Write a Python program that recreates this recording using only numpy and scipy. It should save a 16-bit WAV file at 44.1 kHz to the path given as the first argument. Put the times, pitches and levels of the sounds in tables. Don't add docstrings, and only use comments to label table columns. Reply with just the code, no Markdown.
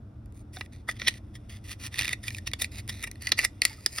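import sys
import numpy as np
from scipy import signal
from scipy.fft import rfft, irfft
from scipy.io import wavfile

SR = 44100
rng = np.random.default_rng(int(sys.argv[2]) if len(sys.argv) > 2 else 0)


def output_pcm(signal):
    pcm = np.clip(np.atleast_2d(signal).T, -1, 1) * 32767
    wavfile.write(sys.argv[1], SR, np.round(pcm).astype(np.int16))


N = 176400

# f/Hz, relative level/dB
RUMBLE_SPECTRUM = [(18, -27.5), (47, -2), (92, 1.5), (120, 0), (158, -20), (209, -7), (253, -16.5),
                   (296, -10), (380, -22.5)]
HISS_SPECTRUM = [(650, -1), (900, -8.5), (1450, -9.5), (1900, -21), (15000, -44)]
# t/s, gain/dB
RUMBLE_SWELL = [(0, -1), (3, 1.1), (4, -4)]

# f/Hz, gain/dB, t60/s
SHELL_MODES = [(1240, -14, .02), (1950, 1, .026), (2070, -4, .018), (2390, 0, .018), (2920, -7, .013),
               (3550, -5, .011), (4050, -7, .008), (4680, -8, .011), (5600, -5, .008), (9200, 10, .004)]
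# t/s, f/Hz
SEAM_PITCH = [(.89, 3550), (1.08, 3090), (1.8, 3600), (3.05, 3750), (3.27, 4700), (3.319, 3810),
              (3.42, 4900), (3.63, 4430), (3.985, 5100)]
BAND_EDGES = (250, 1730, 2800, 6200, 16500)
# thud/dB, ring/dB, crack/dB, fizz/dB
FRICTION_COLOUR = (-11, -3.5, -2, 3.5)
# thud/dB, crack/dB, fizz/dB
TICK_COLOUR = (-7.5, -3, 7.5)
SLIP_COLOUR = (-17, -4, -6.5)

# t/s, level/dB
RUB_PRESSURE = [(0.198, -84), (2.198, -69)]
# t/s, ring level/dB
TIP_TICKS = [(0.259, -74.5), (0.324, -74), (0.7337, -68.5), (2.878, -53.5), (3.027, -49.5), (3.114, -51),
             (3.223, -51.5)]
# start/s, end/s, start pressure/dB, end pressure/dB, fizz gain/dB
RASP_STROKES = [(0.343, 0.413, -74.5, -71, 4), (0.536, 0.658, -54, -70, 0),
                (0.727, 0.818, -58.5, -75, -7.5), (0.888, 0.925, -36, -53.5, -7.5),
                (0.936, 0.972, -71, -52, -10.5), (0.997, 1.063, -43.5, -46, -14.5),
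                (1.081, 1.181, -51, -57.5, -6.5), (1.34, 1.358, -67, -45.5, -8.5),
                (1.497, 1.58, -50, -59.5, -7.5), (1.642, 1.73, -57.5, -41, -5),
                (1.799, 1.866, -54.5, -38.5, -4.5), (1.923, 2.015, -49.5, -36, -8.5),
                (1.984, 2.123, -41.5, -39.5, -12), (2.233, 2.288, -49, -43.5, -4),
                (2.292, 2.385, -62, -50, -1.5), (2.466, 2.472, -44, -31.5, -7.5),
                (2.6, 2.656, -40.5, -49.5, -4), (2.72, 2.798, -53, -45, -5.5), (2.881, 2.9, -59, -36.5, -6),
                (2.918, 3.045, -50, -52, -8), (3.211, 3.292, -50.5, -42, -6.5),
                (3.376, 3.449, -38.5, -37.5, -8.5), (3.629, 3.765, -39.5, -60, -6.5),
                (3.765, 3.875, -63.5, -59, -3), (3.874, 3.98, -65.5, -43.5, 0.5)]
# t/s, f/Hz, peak level/dB
BRINE_POCKETS = [(.567, 738, -41.5), (3.698, 2170, -45), (3.706, 880, -49), (3.779, 1270, -54)]
# t/s, ring level/dB before trim, then relative thud/dB, crack/dB, fizz/dB
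FLAKE_CRUNCHES = [(0.5695, -51, 8.5, 8.5, -23), (0.8905, -34.5, 8, -23, -10), (1.073, -27.5, -7.5, 5, -17),
                  (1.0822, -21, -9.5, 2.5, -3.5), (2.1312, -26.5, -12.5, -5, -5.5),
                  (2.4735, -39.5, -13.5, 7, -17), (2.6203, -33, -6, 6.5, 8.5),
                  (2.8945, -39.5, -3.5, 6.5, 2.5), (3.0403, -30, -11, -10, -3),
                  (3.074, -39.5, -7, -8, -3.5), (3.3245, -37, 3.5, 6, -7), (3.3908, -18, -16, -12.5, -9),
                  (3.4362, -31.5, -8, -17, -16), (3.4488, -22.5, -10.5, -5.5, 1),
                  (3.9848, -34, -0.5, 3.5, 0.5)]
CHIP_SNAPS = [(0.6097, -31, -5, -6.5, -14), (1.0172, -34, 0.5, 1, -31), (1.9908, -22, -16, -2.5, -6),
              (2.5346, -31, -6.5, 4.5, -1.5), (3.2704, -24, -25, -3.5, -9), (3.319, -22, -12, 8, -4),
              (3.6186, -19.5, -17, 1.5, -3.5), (3.6517, -21, -9.5, 2.5, 5), (3.8615, -31, 1, 13.5, 9)]
# t/s, ring level/dB before trim
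BLADE_SLIPS = [(0.6607, -54.5), (0.8965, -37.5), (0.9126, -38.5), (1.14, -47), (1.9423, -36), (1.985, -30),
               (2.0008, -34), (2.011, -28), (2.0208, -30), (2.0322, -33.5), (2.0465, -30.5), (2.054, -31.5),
               (2.0713, -39), (2.0799, -29.5), (2.0919, -29.5), (2.11, -41), (2.2383, -41.5),
               (2.281, -29.5), (2.3052, -39), (2.3471, -36.5), (2.384, -39), (2.515, -45), (2.6441, -29.5),
               (3.156, -53)]

# f/Hz, lead of the left/rad
PORT_LEAD = [(2100, 0), (3150, 1.7), (3500, .2), (4300, .8), (5200, .1), (6460, 2.4), (8270, 3.8),
             (9820, 6.1), (11200, 6.5), (12700, 9), (16000, 12.4)]
# f/Hz, left minus right/dB
PORT_TILT = [(2000, -1), (2750, -9), (3400, 1.5), (4200, -4.5), (5200, 1.1)]


def from_db(db):
    return 10 ** (np.asarray(db) / 20)


def unit_rms(x):
    return x / np.sqrt(np.mean(x ** 2) + 1e-30)


def at_hz(points, hz):
    freqs, values = np.transpose(points)
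    return np.interp(np.log(np.maximum(hz, 1)), np.log(freqs), values)


def at_time(points, t):
    return np.interp(t, *np.transpose(points))


def cut(x, hz, kind, order=2):
    return signal.sosfilt(signal.butter(order, hz, kind, fs=SR, output="sos"), x + 1e-18)


def noise(spectrum):
    colour = from_db(at_hz(spectrum, np.fft.rfftfreq(N, 1 / SR)))
    return unit_rms(irfft(rfft(rng.standard_normal(N)) * colour, N))


def room_tone():
    swell = from_db(-43.5 + at_time(RUMBLE_SWELL, np.arange(N) / SR))
    rumble = swell * unit_rms(cut(noise(RUMBLE_SPECTRUM), 376, "low", order=6))
    hiss_mid = noise(HISS_SPECTRUM)
    hiss_side = from_db(-2.5) * noise(HISS_SPECTRUM) * np.array([[1], [-1]])
    return rumble + from_db(-62.5) * (hiss_mid + hiss_side)


def grains(size, per_s, spread_db):
    strength = from_db(spread_db * np.minimum(rng.exponential(1, size), 4))
    return (rng.random(size) < per_s / SR) * strength * rng.choice([-1, 1], size)


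def resonate(force, hz, t60_s):
    radius, angle = from_db(-60 / (t60_s * SR)), 2 * np.pi * hz / SR
    feedback = radius * np.cos(angle)
    return signal.lfilter([1, -feedback], [1, -2 * feedback, radius ** 2], force + 1e-18)


def shell(force, when_s, direct_db, bands_db, length_s):
    grip_detune = 1 + 0.02 * rng.standard_normal()
    _, ring_db, crack_db, _ = bands_db
    choke_db = 3 * max(crack_db - ring_db - 3, 0)
    seam = resonate(force, at_time(SEAM_PITCH, when_s), t60_s=0.0072)
    body = from_db(direct_db) * force + from_db(15.5) * seam
    for hz, db, t60_s in SHELL_MODES:
        scatter_db = 4.5 * rng.standard_normal()
        gain = from_db(db - choke_db * (hz < 2200) + scatter_db)
        body += gain * resonate(force, hz * grip_detune, t60_s)
    palm_lag = int(0.00073 * SR * rng.uniform(.5, 1))
    body += 0.42 * np.pad(body, (palm_lag, 0))[:len(body)]
    body = cut(body, 10000, "low")
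    body = cut(body, 467, "high", order=1)
    out = 0
    for low, high, db in zip(BAND_EDGES, BAND_EDGES[1:], bands_db):
        band = cut(body, [low, high], "band", order=5)
        out += from_db(db) * band * np.sqrt(length_s * SR / np.sum(band ** 2))
    return out


def friction(pressure, grit, when_s, fizz_db):
    bands_db = np.array(FRICTION_COLOUR) + [0, 0, 0, fizz_db]
    length_s = np.sum(pressure ** 2) / SR
    return shell(pressure * grit, when_s, direct_db=35, bands_db=bands_db, length_s=length_s)


def rub():
    pressure = from_db(at_time(RUB_PRESSURE, np.arange(N) / SR))
    crumbs = grains(N, per_s=4500, spread_db=2)
    return friction(pressure, crumbs, when_s=0, fizz_db=-6.5)


def breaks(rows, decay_s, debris_db, rise_s=1 / SR):
    lead_s, tail_s = .015, .06
    out = np.zeros(N)
    t = np.arange(-int(lead_s * SR), int(tail_s * SR)) / SR
    cloud = from_db(debris_db) * np.exp(np.minimum(t / rise_s, -t / decay_s))
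    for when_s, ring_db, thud_db, crack_db, fizz_db in rows:
        force = (t == 0) + cloud * grains(len(t), per_s=7600, spread_db=2)
        bands_db = ring_db + np.array([thud_db, 0, crack_db, fizz_db])
        add(out, when_s - lead_s, shell(force, when_s, direct_db=31, bands_db=bands_db, length_s=.01))
    return out


def add(out, start_s, sound):
    i = int(start_s * SR)
    out[i:i + len(sound)] += sound[:max(N - i, 0)]


def ticks():
    rows = [(when_s, db, *TICK_COLOUR) for when_s, db in TIP_TICKS]
    return breaks(rows, decay_s=.0012, debris_db=-7)


def teeth(per_s, jitter, bite_db):
    gaps_s = (1 + jitter * rng.uniform(-1, 1, int(2 * per_s))) / per_s
    bites = from_db(bite_db) * rng.rayleigh(.5, len(gaps_s))
    onsets = (np.cumsum(gaps_s) * SR).astype(int)
    return np.bincount(onsets, bites, minlength=SR)[:SR]


def rasp():
    attack_s, release_s, margin_s = 0.0046, 0.0063, .06
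    catches_per_s, catch_db = 115.3, 2
    out = np.zeros(N)
    for start, end, start_db, end_db, fizz_db in RASP_STROKES:
        t = np.arange(start - margin_s, end + margin_s, 1 / SR)
        fade = np.exp(np.minimum((t - start) / attack_s, (end - t) / release_s).clip(max=0))
        pressure = fade * from_db(np.interp(t, [start, end], [start_db, end_db]))
        ridges = rng.standard_normal(SR // 100)
        catch = from_db(catch_db * np.interp((t - t[0]) * catches_per_s, np.arange(len(ridges)), ridges))
        grit = grains(SR, per_s=4700, spread_db=2.5) + teeth(per_s=105, jitter=.45, bite_db=19)
        add(out, t[0], friction(pressure, catch * grit[:len(t)], (start + end) / 2, fizz_db))
    return out


def squelches():
    rise_s = 0.005
    out, t = np.zeros(N), np.arange(SR // 10) / SR
    envelope = t / rise_s * np.exp(1 - t / rise_s)
    for when_s, hz, db in BRINE_POCKETS:
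        add(out, when_s, from_db(db) * envelope * np.sin(2 * np.pi * hz * t))
    return out


def crunches(trim_db):
    return from_db(trim_db) * breaks(FLAKE_CRUNCHES, rise_s=0.0038, decay_s=0.0043, debris_db=-10)


def snaps(trim_db):
    return from_db(trim_db) * breaks(CHIP_SNAPS, decay_s=0.0026, debris_db=-9)


def slips(trim_db):
    rows = [(when_s, db, *SLIP_COLOUR) for when_s, db in BLADE_SLIPS]
    return from_db(trim_db) * breaks(rows, decay_s=.0012, debris_db=-7)


def mic_ports(x):
    spectrum, hz = rfft(x, 2 * N), np.fft.rfftfreq(2 * N, 1 / SR)
    half_db = at_hz(PORT_TILT, hz) / 2
    left = spectrum * from_db(half_db)
    right = spectrum * from_db(-half_db) * np.exp(-1j * at_hz(PORT_LEAD, hz))
    return irfft([left, right])[:, :N]


def reverb(x):
    t60_s, predelay_s, damping_hz, wet_db = 0.12, 0.0049, 5800, -22.5
    t = np.arange(SR // 2) / SR
    tail = cut(rng.standard_normal((2, len(t))), damping_hz, "low", order=1)
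    tail *= from_db(-60 * t / t60_s) * (t > predelay_s)
    tail /= np.sqrt(np.sum(tail ** 2, axis=1, keepdims=True))
    return from_db(wet_db) * signal.fftconvolve(x[None], tail, axes=1)[:, :N]


def scene():
    transients = snaps(trim_db=-4.5) + crunches(trim_db=-2) + slips(trim_db=-3.5) + ticks()
    knife = transients + rasp() + rub() + squelches()
    return mic_ports(knife) + reverb(knife) + room_tone()


def record(dry):
    cutoff_hz = 16200
    return signal.sosfilt(signal.ellip(10, .2, 80, cutoff_hz, fs=SR, output="sos"), dry)


dry = scene()
out = record(dry)
output_pcm(out)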